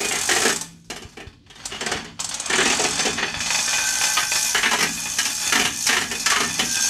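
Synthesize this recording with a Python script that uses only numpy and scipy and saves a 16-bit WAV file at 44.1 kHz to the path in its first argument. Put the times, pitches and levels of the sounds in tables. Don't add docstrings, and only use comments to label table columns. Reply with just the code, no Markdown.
import sys
import numpy as np
from scipy import signal
from scipy.fft import rfft, irfft
from scipy.io import wavfile
from scipy.ndimage import map_coordinates

SR = 44100
rng = np.random.default_rng(int(sys.argv[2]) if len(sys.argv) > 2 else 0)


def pcm_store(signal):
    levels = np.round(np.clip(np.atleast_2d(signal), -1, 1) * 32767)
    wavfile.write(sys.argv[1], SR, levels.astype(np.int16).T)


N = 303849

# (t/s, speed/teeth per s, level/dB)
PAWL_HAULS = [
    [(0.012, 26, -26), (0.17, 30.1, -22), (0.213, 44.5, -22.5), (0.466, 66.5, -24.5), (0.529, 30.2, -24),
     (0.63, 11.6, -23)],
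    [(1.656, 10, -22.5), (1.7, 10, -22.5)],
    [(1.809, 18.6, -28), (1.94, 18.6, -27)],
    [(2.202, 24.2, -22), (2.434, 15, -23), (2.552, 40.7, -21.5), (2.85, 44, -24.5), (3.14, 38, -28)],
]
# (first t/s, last t/s, count, clang level/dB, boom level/dB, edge level/dB, change from blow to
# blow/dB, note of the striking links f/Hz)
CAB_SLAPS = [(0.005, 0.045, 2, -22, -28.5, -29, -0.5, 2410), (0.11, 0.16, 3, -19.5, -34, -47, -1, 2153),
             (0.29, 0.311, 2, -13, -26, -22.5, 1, 1800), (0.362, 0.418, 2, -14, -24, -22, -2, 1754),
             (0.452, 0.492, 2, -14.5, -20.5, -19.5, -2.5, 1650),
             (0.901, 1.021, 3, -24, -28, -29.5, -5.5, 2960),
             (1.171, 1.202, 2, -32.5, -32.5, -44.5, -0.5, 2354),
             (1.5, 1.555, 2, -37, -49, -44.5, -0.5, 3360), (1.72, 1.745, 2, -25, -32, -38, -1, 2820),
             (1.809, 1.917, 3, -21.5, -26.5, -30.5, 2.5, 1843),
             (1.966, 2.045, 2, -28, -33.5, -35, -3.5, 1580), (2.5, 2.533, 2, -15.5, -24, -35, 2.5, 1757),
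             (2.581, 2.607, 2, -12.5, -19.5, -37, -0.5, 1740),
             (2.655, 2.701, 2, -13.5, -20.5, -20.5, -2, 2660),
             (2.796, 2.84, 2, -18, -16.5, -20.5, -1, 2790), (2.992, 2.992, 1, -16.5, -22, -20, 0, 3450),
             (3.053, 3.053, 1, -16.5, -13, -20, 0, 2890), (3.181, 3.227, 2, -17.5, -26, -38, 2.5, 1810),
             (4.171, 4.171, 1, -12.5, -38, -39, 0, 1255), (4.547, 4.574, 2, -10.5, -28.5, -27, -6.5, 1872),
             (4.631, 4.656, 2, -10.5, -28, -25.5, -1, 2170), (4.712, 4.731, 2, -13, -26.5, -23, 0.5, 978),
             (4.787, 4.827, 3, -17, -28, -23, 2, 1997), (5.186, 5.252, 2, -15.5, -36.5, -17.5, -3, 2940),
             (5.523, 5.553, 2, -11, -23.5, -22, 0, 1655), (5.595, 5.612, 2, -14, -24.5, -22, -2.5, 2470),
             (5.65, 5.65, 1, -12.5, -30.5, -21.5, 0, 2970), (5.867, 5.867, 1, -17.5, -45, -15, 0, 2090),
             (5.889, 5.966, 3, -11, -24.5, -22.5, -1, 1834), (6.013, 6.113, 2, -19, -28.5, -24, -0.5, 1804),
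             (6.26, 6.301, 2, -12, -35.5, -16.5, -1, 1776), (6.318, 6.359, 2, -12.5, -30, -22.5, -1, 1250),
             (6.403, 6.433, 2, -14, -24.5, -21, -5, 1310), (6.593, 6.593, 1, -13, -21.5, -20.5, 0, 3070)]
# (first t/s, last t/s, count, ring level/dB, edge level/dB,
# change from blow to blow/dB)
HOIST_KNOCKS = [(0.845, 0.845, 1, -55, -52, 0), (1.09, 1.125, 2, -46, -48.5, -2),
                (1.27, 1.33, 2, -35, -53, -9), (1.465, 1.465, 1, -42, -60, 0),
                (2.194, 2.313, 2, -19.5, -30, -1), (3.282, 3.343, 2, -22, -39, 3),
                (3.405, 3.461, 2, -17.5, -22, -0.5), (3.505, 3.589, 3, -14.5, -22, -1),
                (3.68, 3.783, 3, -16, -29, 0), (4.013, 4.04, 2, -17.5, -22.5, 2.5),
                (4.17, 4.23, 2, -20, -40, -1.5), (4.319, 4.356, 2, -20, -23, 3.5),
                (5.057, 5.057, 1, -24.5, -46, 6), (5.469, 5.469, 1, -23.5, -48, 0),
                (6.152, 6.198, 2, -41, -25.5, 3.5)]
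# (t/s, jingle level/dB, clatter level/dB)
CHAIN_RUN = [(0.0, -30.5, -30), (0.5, -34, -26.5), (0.85, -66, -67), (1.08, -57, -48), (1.42, -84, -66),
             (1.6, -49.5, -37), (1.97, -41, -25.5), (2.15, -61, -44), (2.6, -27.5, -19), (3.0, -29, -24.5),
             (3.33, -38, -28.5), (3.55, -24, -26.5), (4.15, -23.5, -28), (4.27, -28, -37.5),
             (4.45, -21, -30.5), (4.65, -31.5, -36.5), (5.33, -27.5, -34.5), (5.48, -24, -31),
             (5.72, -32.5, -42), (5.84, -25, -36.5), (6.07, -35, -41.5), (6.55, -29, -34.5),
             (6.89, -20, -32)]
# (t/s, level/dB)
LOW_BUMPS = [(1.048, -33), (1.268, -32), (1.906, -37.5), (1.949, -31), (3.367, -30), (3.4, -36)]
# (f/Hz, energy level/dB, t60/s)
CAB_MODES = [(101.2, -8.5, .7), (167.6, -1, 1), (228.2, 0, 0.26), (243.7, -4, 0.26), (275, -0.5, 0.12),
             (380.5, -9, 0.18), (412, 3, 0.24), (730, 1, 0.21), (759, -1, 0.065), (962, -1, 0.15),
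             (1193, -10, 0.53), (1381, 1.5, 0.1), (1670, 2, 0.35), (1802, 1, 0.25), (1930, 0.5, 0.1),
             (2384, 2.5, .15), (2930, -17, 0.19), (3090, -14, 0.089), (3550, 2.5, 0.11)]
# (f/Hz, energy level/dB, t60/s)
HOIST_MODES = [(854, -3.5, 0.37), (964, -7, .08), (1137, -14, 0.4), (1265, -11, 0.21), (1509, -9, 0.68),
               (1767, 0, 0.079), (2034, -3, 0.065), (2470, 5, 0.072), (2575, 3, 0.044), (3470, 1, 0.055),
               (4400, -6, .1), (4690, -3.5, 0.27), (5190, -3, .2)]
# (f/Hz, level per Hz/dB)
CLICK_COLOUR = [(500, -15.5), (900, -6), (1800, -21.5), (3500, -9), (5200, -5), (6000, -3), (6530, 1),
                (6900, -4), (7750, 1.5), (8200, -5.5), (8850, -1.5), (9500, -13.5), (12500, -20),
                (15500, -41)]
BOOM_COLOUR = [(50, -41), (100, -29), (180, -17.5), (240, -4), (310, -5), (420, 4.5), (520, -10),
               (620, -10), (760, -1.5), (950, -18.5), (2000, -58)]
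CLANG_COLOUR = [(60, -42), (250, -24), (550, -20), (760, -4.5), (1050, -2), (1400, -2.5), (1750, 2),
                (2100, 1), (2400, -0.5), (2700, -0.5), (3000, 3.5), (3400, -5), (4200, -5.5), (7000, -43)]
EDGE_COLOUR = [(2000, -46), (4000, 2), (5300, 8), (6400, 7), (7500, 3), (9500, -4), (13000, -13.5),
               (15500, -63)]
JINGLE_COLOUR = [(1800, -49), (3000, -6.5), (3900, -12.5), (4400, -6.5), (5000, -8.5), (5500, -0.5),
                 (5900, -2), (6350, 3), (6800, -3), (7600, -6), (9000, -10), (11000, -15.5), (13200, -22),
                 (15500, -42)]
SCRAPE_COLOUR = [(50, -39), (100, -24), (250, -23), (520, -1.5), (820, 4), (1500, 3), (2500, 0.5),
                 (3000, 4.5), (3550, 2), (3950, -6.5), (4500, 5), (7000, -32.5)]
RUMBLE_COLOUR = [(20, -16), (33, -17), (45, 6.5), (65, -5.5), (110, 0.5), (200, -9), (400, -15),
                 (1000, -45), (4000, -25), (15000, -61)]
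# (start t/s, end t/s, pitch f/Hz, level/dB)
WHEEL_SONGS = [(3.62, 4.246, 1549, -34.5), (6.616, 6.89, 1593, -37.5)]
# (t/s, hoist ring level/dB,
# deep panel level/dB, top treble level/dB, hollow boom level/dB)
MIC_VIEW = [(0, -9, -8, 3.5, 5.5), (1.2, -14, -14.5, 2.5, -1.5), (1.9, -26, -3.5, -5, 0),
            (3.1, -8.5, -16, -7.5, -1.5), (3.5, -7.5, -5, -4, 0), (4.2, -2, -6, 4, -0.5),
            (5.3, -1.5, 5, 3.5, 0), (6.2, 3.5, -3, 3, 0), (6.89, -2, 9.5, 0, 2)]
# (t/s, speed/links per s)
LINK_SPEED = [(0, 0), (.62, 0), (.7, 14.5), (1.6, 13.5), (2.1, 0), (3.1, 0), (3.45, 61)]
# (t/s, level/dB)
NEAR_CAB_LEVEL = [(0, -4.5), (1.9, -1), (4.2, -4.5), (4.8, 2), (6.89, 3)]

SING_RISE_S, SING_FALL_DB_PER_S = 0.15, 38
YARD_DB, YARD_WANDER_DB = -51.5, 2
DRONE_RISE_S, DRONE_T60_S = 0.022, 0.84
DRONE_SLAP_DB, DRONE_CLATTER_DB = -17, -16.5
LINK_SPREAD = 0.0398
CLATTER_PER_S, CLATTER_UNEVEN_DB = 38, 2.5
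PINGS_PER_S, PING_DB = 24, -5.5
LOW_CUT_HZ, TOP_HZ = 34, 15700
DEEP_MODE_HZ = 300


def amp(db):
    return np.exp(np.asarray(db) * (np.log(10) / 20))


def unit(x):
    return x / np.sqrt(np.mean(x ** 2) + 1e-20)


def curves(rows):
    s, *cols = np.transpose(rows)
    return [np.interp(np.arange(N) / SR, s, c) for c in cols]


def wobble(rate):
    at = np.arange(0, N + 64, 64)
    knots = rng.standard_normal(int(N * rate / SR) + 4)
    return np.interp(np.arange(N), at, map_coordinates(knots, [at * rate / SR]))


def through(x, response):
    return signal.oaconvolve(x, response / np.linalg.norm(response))[:N]


def colour(points, size=4096):
    hz, db = np.transpose(points)
    grid = np.log(np.fft.rfftfreq(size, 1 / SR) + 1)
    gain = amp(np.interp(grid, np.log(hz), db))
    cepstrum = irfft(np.log(gain + 1e-6))
    cepstrum[1:size // 2] *= 2
    cepstrum[size // 2 + 1:] = 0
    return irfft(np.exp(rfft(cepstrum)))


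def ringing(modes):
    t = np.arange(SR) / SR
    total = 0
    for hz, db, t60 in modes:
        decay = amp(db - 60 * t / t60) / np.sqrt(t60)
        total = total + decay * np.sin(2 * np.pi * hz * t)
    return total


def deep_cab():
    return ringing([mode for mode in CAB_MODES if mode[0] < DEEP_MODE_HZ])


def chatter(times, db, rise, t60, grain_db):
    t = np.arange(SR // 2) / SR
    shape = (1 - np.exp(-t / rise)) * amp(-60 * t / t60)
    blows = np.bincount(np.clip(times * SR, 0, N - 1).astype(int), amp(db) ** 2, N)
    power = np.abs(signal.oaconvolve(blows, (shape / shape.max()) ** 2)[:N])
    grains = rng.standard_normal(N) * amp(grain_db * rng.standard_normal(N))
    return np.sqrt(power) * unit(grains)


def contacts(rate, scatter_db):
    chance, size, sign = rng.random(N), rng.standard_normal(N), rng.choice([-1, 1], N)
    return unit((chance < rate / SR) * sign * amp(scatter_db * np.clip(size, -2, 2)))


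def echo(x, t60, size=4096):
    t = np.arange(SR // 3) / SR
    blocks = np.pad(x, (0, -N % size)).reshape(-1, size)
    fade = amp(-60 * t / t60) * (1 - np.exp(-t / 0.0059))
    tails = rng.standard_normal((len(blocks), len(t))) * fade
    tails = tails / np.linalg.norm(tails, axis=1, keepdims=True)
    wet = signal.fftconvolve(blocks, tails, axes=1)
    out = np.zeros(N + SR)
    for i, part in enumerate(wet):
        out[i * size:][:len(part)] += part
    return out[:N]


def trains(rows):
    blows = []
    for first, last, count, *levels, step in rows:
        for k, s in enumerate(np.linspace(first, last, int(round(count)))):
            blows.append((s, *(np.array(levels) + k * step)))
    return np.transpose(blows)


def slap_blows():
    return trains([row[:-1] for row in CAB_SLAPS])


def yard():
    level = amp(YARD_DB + YARD_WANDER_DB * wobble(rate=3.08))
    return level * through(rng.standard_normal(N), colour(RUMBLE_COLOUR))


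def bumps(hz=85, t60=0.035):
    s, db = np.transpose(LOW_BUMPS)
    t = np.arange(SR // 4) / SR
    push = np.sin(2 * np.pi * hz * t) * (1 - np.exp(-t / 0.0034)) * amp(-60 * t / t60)
    hits = np.bincount((s * SR).astype(int), amp(db + 13.5), N)
    return signal.fftconvolve(hits, push)[:N]


def drone():
    s, _, boom_db, _ = slap_blows()
    _, clatter_db = curves(CHAIN_RUN)
    near_db, = curves(NEAR_CAB_LEVEL)
    shaking = chatter(s, boom_db + DRONE_SLAP_DB, rise=DRONE_RISE_S, t60=DRONE_T60_S, grain_db=2.5)
    shaking = shaking + amp(clatter_db + DRONE_CLATTER_DB) * rng.standard_normal(N)
    return amp(near_db) * through(shaking, deep_cab())


def singing_wheel(lower_hz=59, waver_db=2, waver_hz=3):
    t = np.arange(N) / SR

    def tone(hz):
        return np.sin(2 * np.pi * np.cumsum(hz + waver_hz * wobble(rate=30)) / SR)

    out = np.zeros(N)
    for start, end, hz, db in WHEEL_SONGS:
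        rise = np.clip((t - start) / SING_RISE_S, 0, 1)
        swell = rise * amp(db - SING_FALL_DB_PER_S * np.maximum(t - end, 0))
        out += swell * (tone(hz) + amp(-8.5) * tone(hz - lower_hz))
    return amp(5.0 + waver_db * wobble(rate=22)) * out


def clinks(t60, spread, count):
    t = np.arange(SR // 4) / SR
    out = np.zeros(N + SR)
    for *train, hz in CAB_SLAPS:
        for s, db, _, _ in trains([train]).T:
            scatter, phase = rng.standard_normal((count, 1)), rng.random((count, 1))
            detune = np.vstack([LINK_SPREAD * scatter[:1], spread * scatter[1:]])
            notes = np.sin(2 * np.pi * (hz * np.exp(detune) * t + phase))
            ring = notes[0] + amp(-8.0) * notes[1:].sum(0)
            fade = amp(db - 60 * t / t60) * (1 - np.exp(-t / 0.0035))
            out[int(abs(s) * SR):][:len(t)] += fade * ring
    return out[:N]


def slaps():
    s, clang_db, boom_db, edge_db = slap_blows()
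    _, deep_db, _, hollow_db = curves(MIC_VIEW)
    boom = chatter(s - .002, boom_db - 2.0, rise=0.0012, t60=0.16, grain_db=4.5)
    boom = through(boom, colour(BOOM_COLOUR))
    clang = chatter(s - .001, clang_db - 7, rise=0.0014, t60=0.16, grain_db=4.5)
    clang = through(clang, colour(CLANG_COLOUR))
    edge = chatter(s - .002, edge_db - 1.5, rise=0.0048, t60=0.074, grain_db=2.0)
    edge = through(edge, colour(EDGE_COLOUR))
    deep_panel = amp(deep_db - 16.0) * through(boom, deep_cab())
    panel = deep_panel + amp(-13) * through(clang, ringing(CAB_MODES))
    link_notes = amp(-3.5) * clinks(t60=0.09, spread=.18, count=7)
    return amp(hollow_db) * boom + clang + panel + edge + link_notes


def teeth(haul):
    s, speed, db = np.transpose(haul)
    t = np.arange(s[0], s[-1], 1 / SR)
    passed = np.cumsum(np.interp(t, s, speed)) / SR
    times = np.interp(np.arange(int(passed[-1]) + 1), passed, t)
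    return np.array([times, np.interp(times, s, db)])


def pawl(uneven_db=1.5):
    s, db = np.hstack([teeth(haul) for haul in PAWL_HAULS])
    db = db + uneven_db * wobble(rate=60)[np.clip(s * SR, 0, N - 1).astype(int)]
    snap = chatter(s - .002, db + .5, rise=0.0032, t60=0.044, grain_db=4.5)
    tail = echo(snap, t60=0.031)
    return through(snap, colour(CLICK_COLOUR)) + amp(-9.0) * through(tail, colour(CLICK_COLOUR))


def link_ticks():
    speed, = curves(LINK_SPEED)
    passed = np.cumsum(np.maximum(speed, 0)) / SR
    s = np.flatnonzero(np.diff(np.floor(passed))) / SR
    chance = rng.standard_normal((len(s), 2))
    ticks = chatter(s + .002 * chance[:, 0], 2 * chance[:, 1], rise=.0005, t60=.028, grain_db=3)
    return unit(ticks)


def links(t60=0.071, count=90):
    t = np.arange(SR // 10) / SR
    notes_hz = np.linspace(3500, 14500, count) * (1 + 0.0076 * rng.standard_normal(count))
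    touches = contacts(rate=1600, scatter_db=0.5)
    owner = rng.integers(count, size=N)
    ring = np.zeros(N + len(t))
    tones = np.sin(2 * np.pi * notes_hz[:, None] * t) * amp(-60 * t / t60)
    for i in np.flatnonzero(touches):
        ring[i:i + len(t)] += touches[i] * tones[owner[i]]
    stream = amp(9) * unit(ring[:N]) + amp(3.5) * touches + echo(touches, t60=0.016)
    mixed = unit(stream) + amp(-3) * link_ticks()
    return unit(through(mixed, colour(JINGLE_COLOUR)))


def running_chain():
    jingle_db, clatter_db = curves(CHAIN_RUN)
    clatter_db = clatter_db + CLATTER_UNEVEN_DB * wobble(rate=CLATTER_PER_S)
    ring_db = curves(MIC_VIEW)[0]
    s, knock_db, edge_db = trains(HOIST_KNOCKS)
    blows = chatter(s - .002, knock_db - 4.0, rise=0.0007, t60=0.12, grain_db=-1.5)
    blows = blows + amp(clatter_db - 4.0) * contacts(rate=2200, scatter_db=0)
    pings = np.bincount((s * SR).astype(int), amp(knock_db + 24), N)
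    pings = pings + amp(clatter_db + PING_DB) * contacts(rate=PINGS_PER_S, scatter_db=1.5)
    scrape = amp(-5) * through(blows, colour(SCRAPE_COLOUR))
    ring = amp(ring_db) * through(blows + pings, ringing(HOIST_MODES))
    edge = chatter(s - .002, edge_db - 4.0, rise=.0015, t60=0.2, grain_db=1)
    edge = through(edge, colour(EDGE_COLOUR))
    return scrape + ring + edge + amp(jingle_db - 1.5) * links()


def shaded(x, corner_hz=9500):
    high_pass = signal.butter(3, corner_hz, "high", fs=SR, output="sos")
    top = signal.sosfiltfilt(high_pass, x)
    return x + (amp(curves(MIC_VIEW)[2]) - 1) * top


def scene():
    hoist = shaded(pawl() + slaps() + running_chain())
    reflections = amp(-6.5) * echo(hoist, t60=0.24)
    background = yard() + bumps() + drone()
    return (background + singing_wheel() + reflections + hoist)[None]


def record(dry):
    low_cut = signal.butter(4, LOW_CUT_HZ, "high", fs=SR, output="sos")
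    heard = signal.sosfilt(low_cut, dry)
    held = heard / (1 + (heard / .52) ** 6) ** (1 / 6)
    return irfft(rfft(held) * (np.fft.rfftfreq(N, 1 / SR) < TOP_HZ), N)


dry = scene()
out = record(dry)
pcm_store(out)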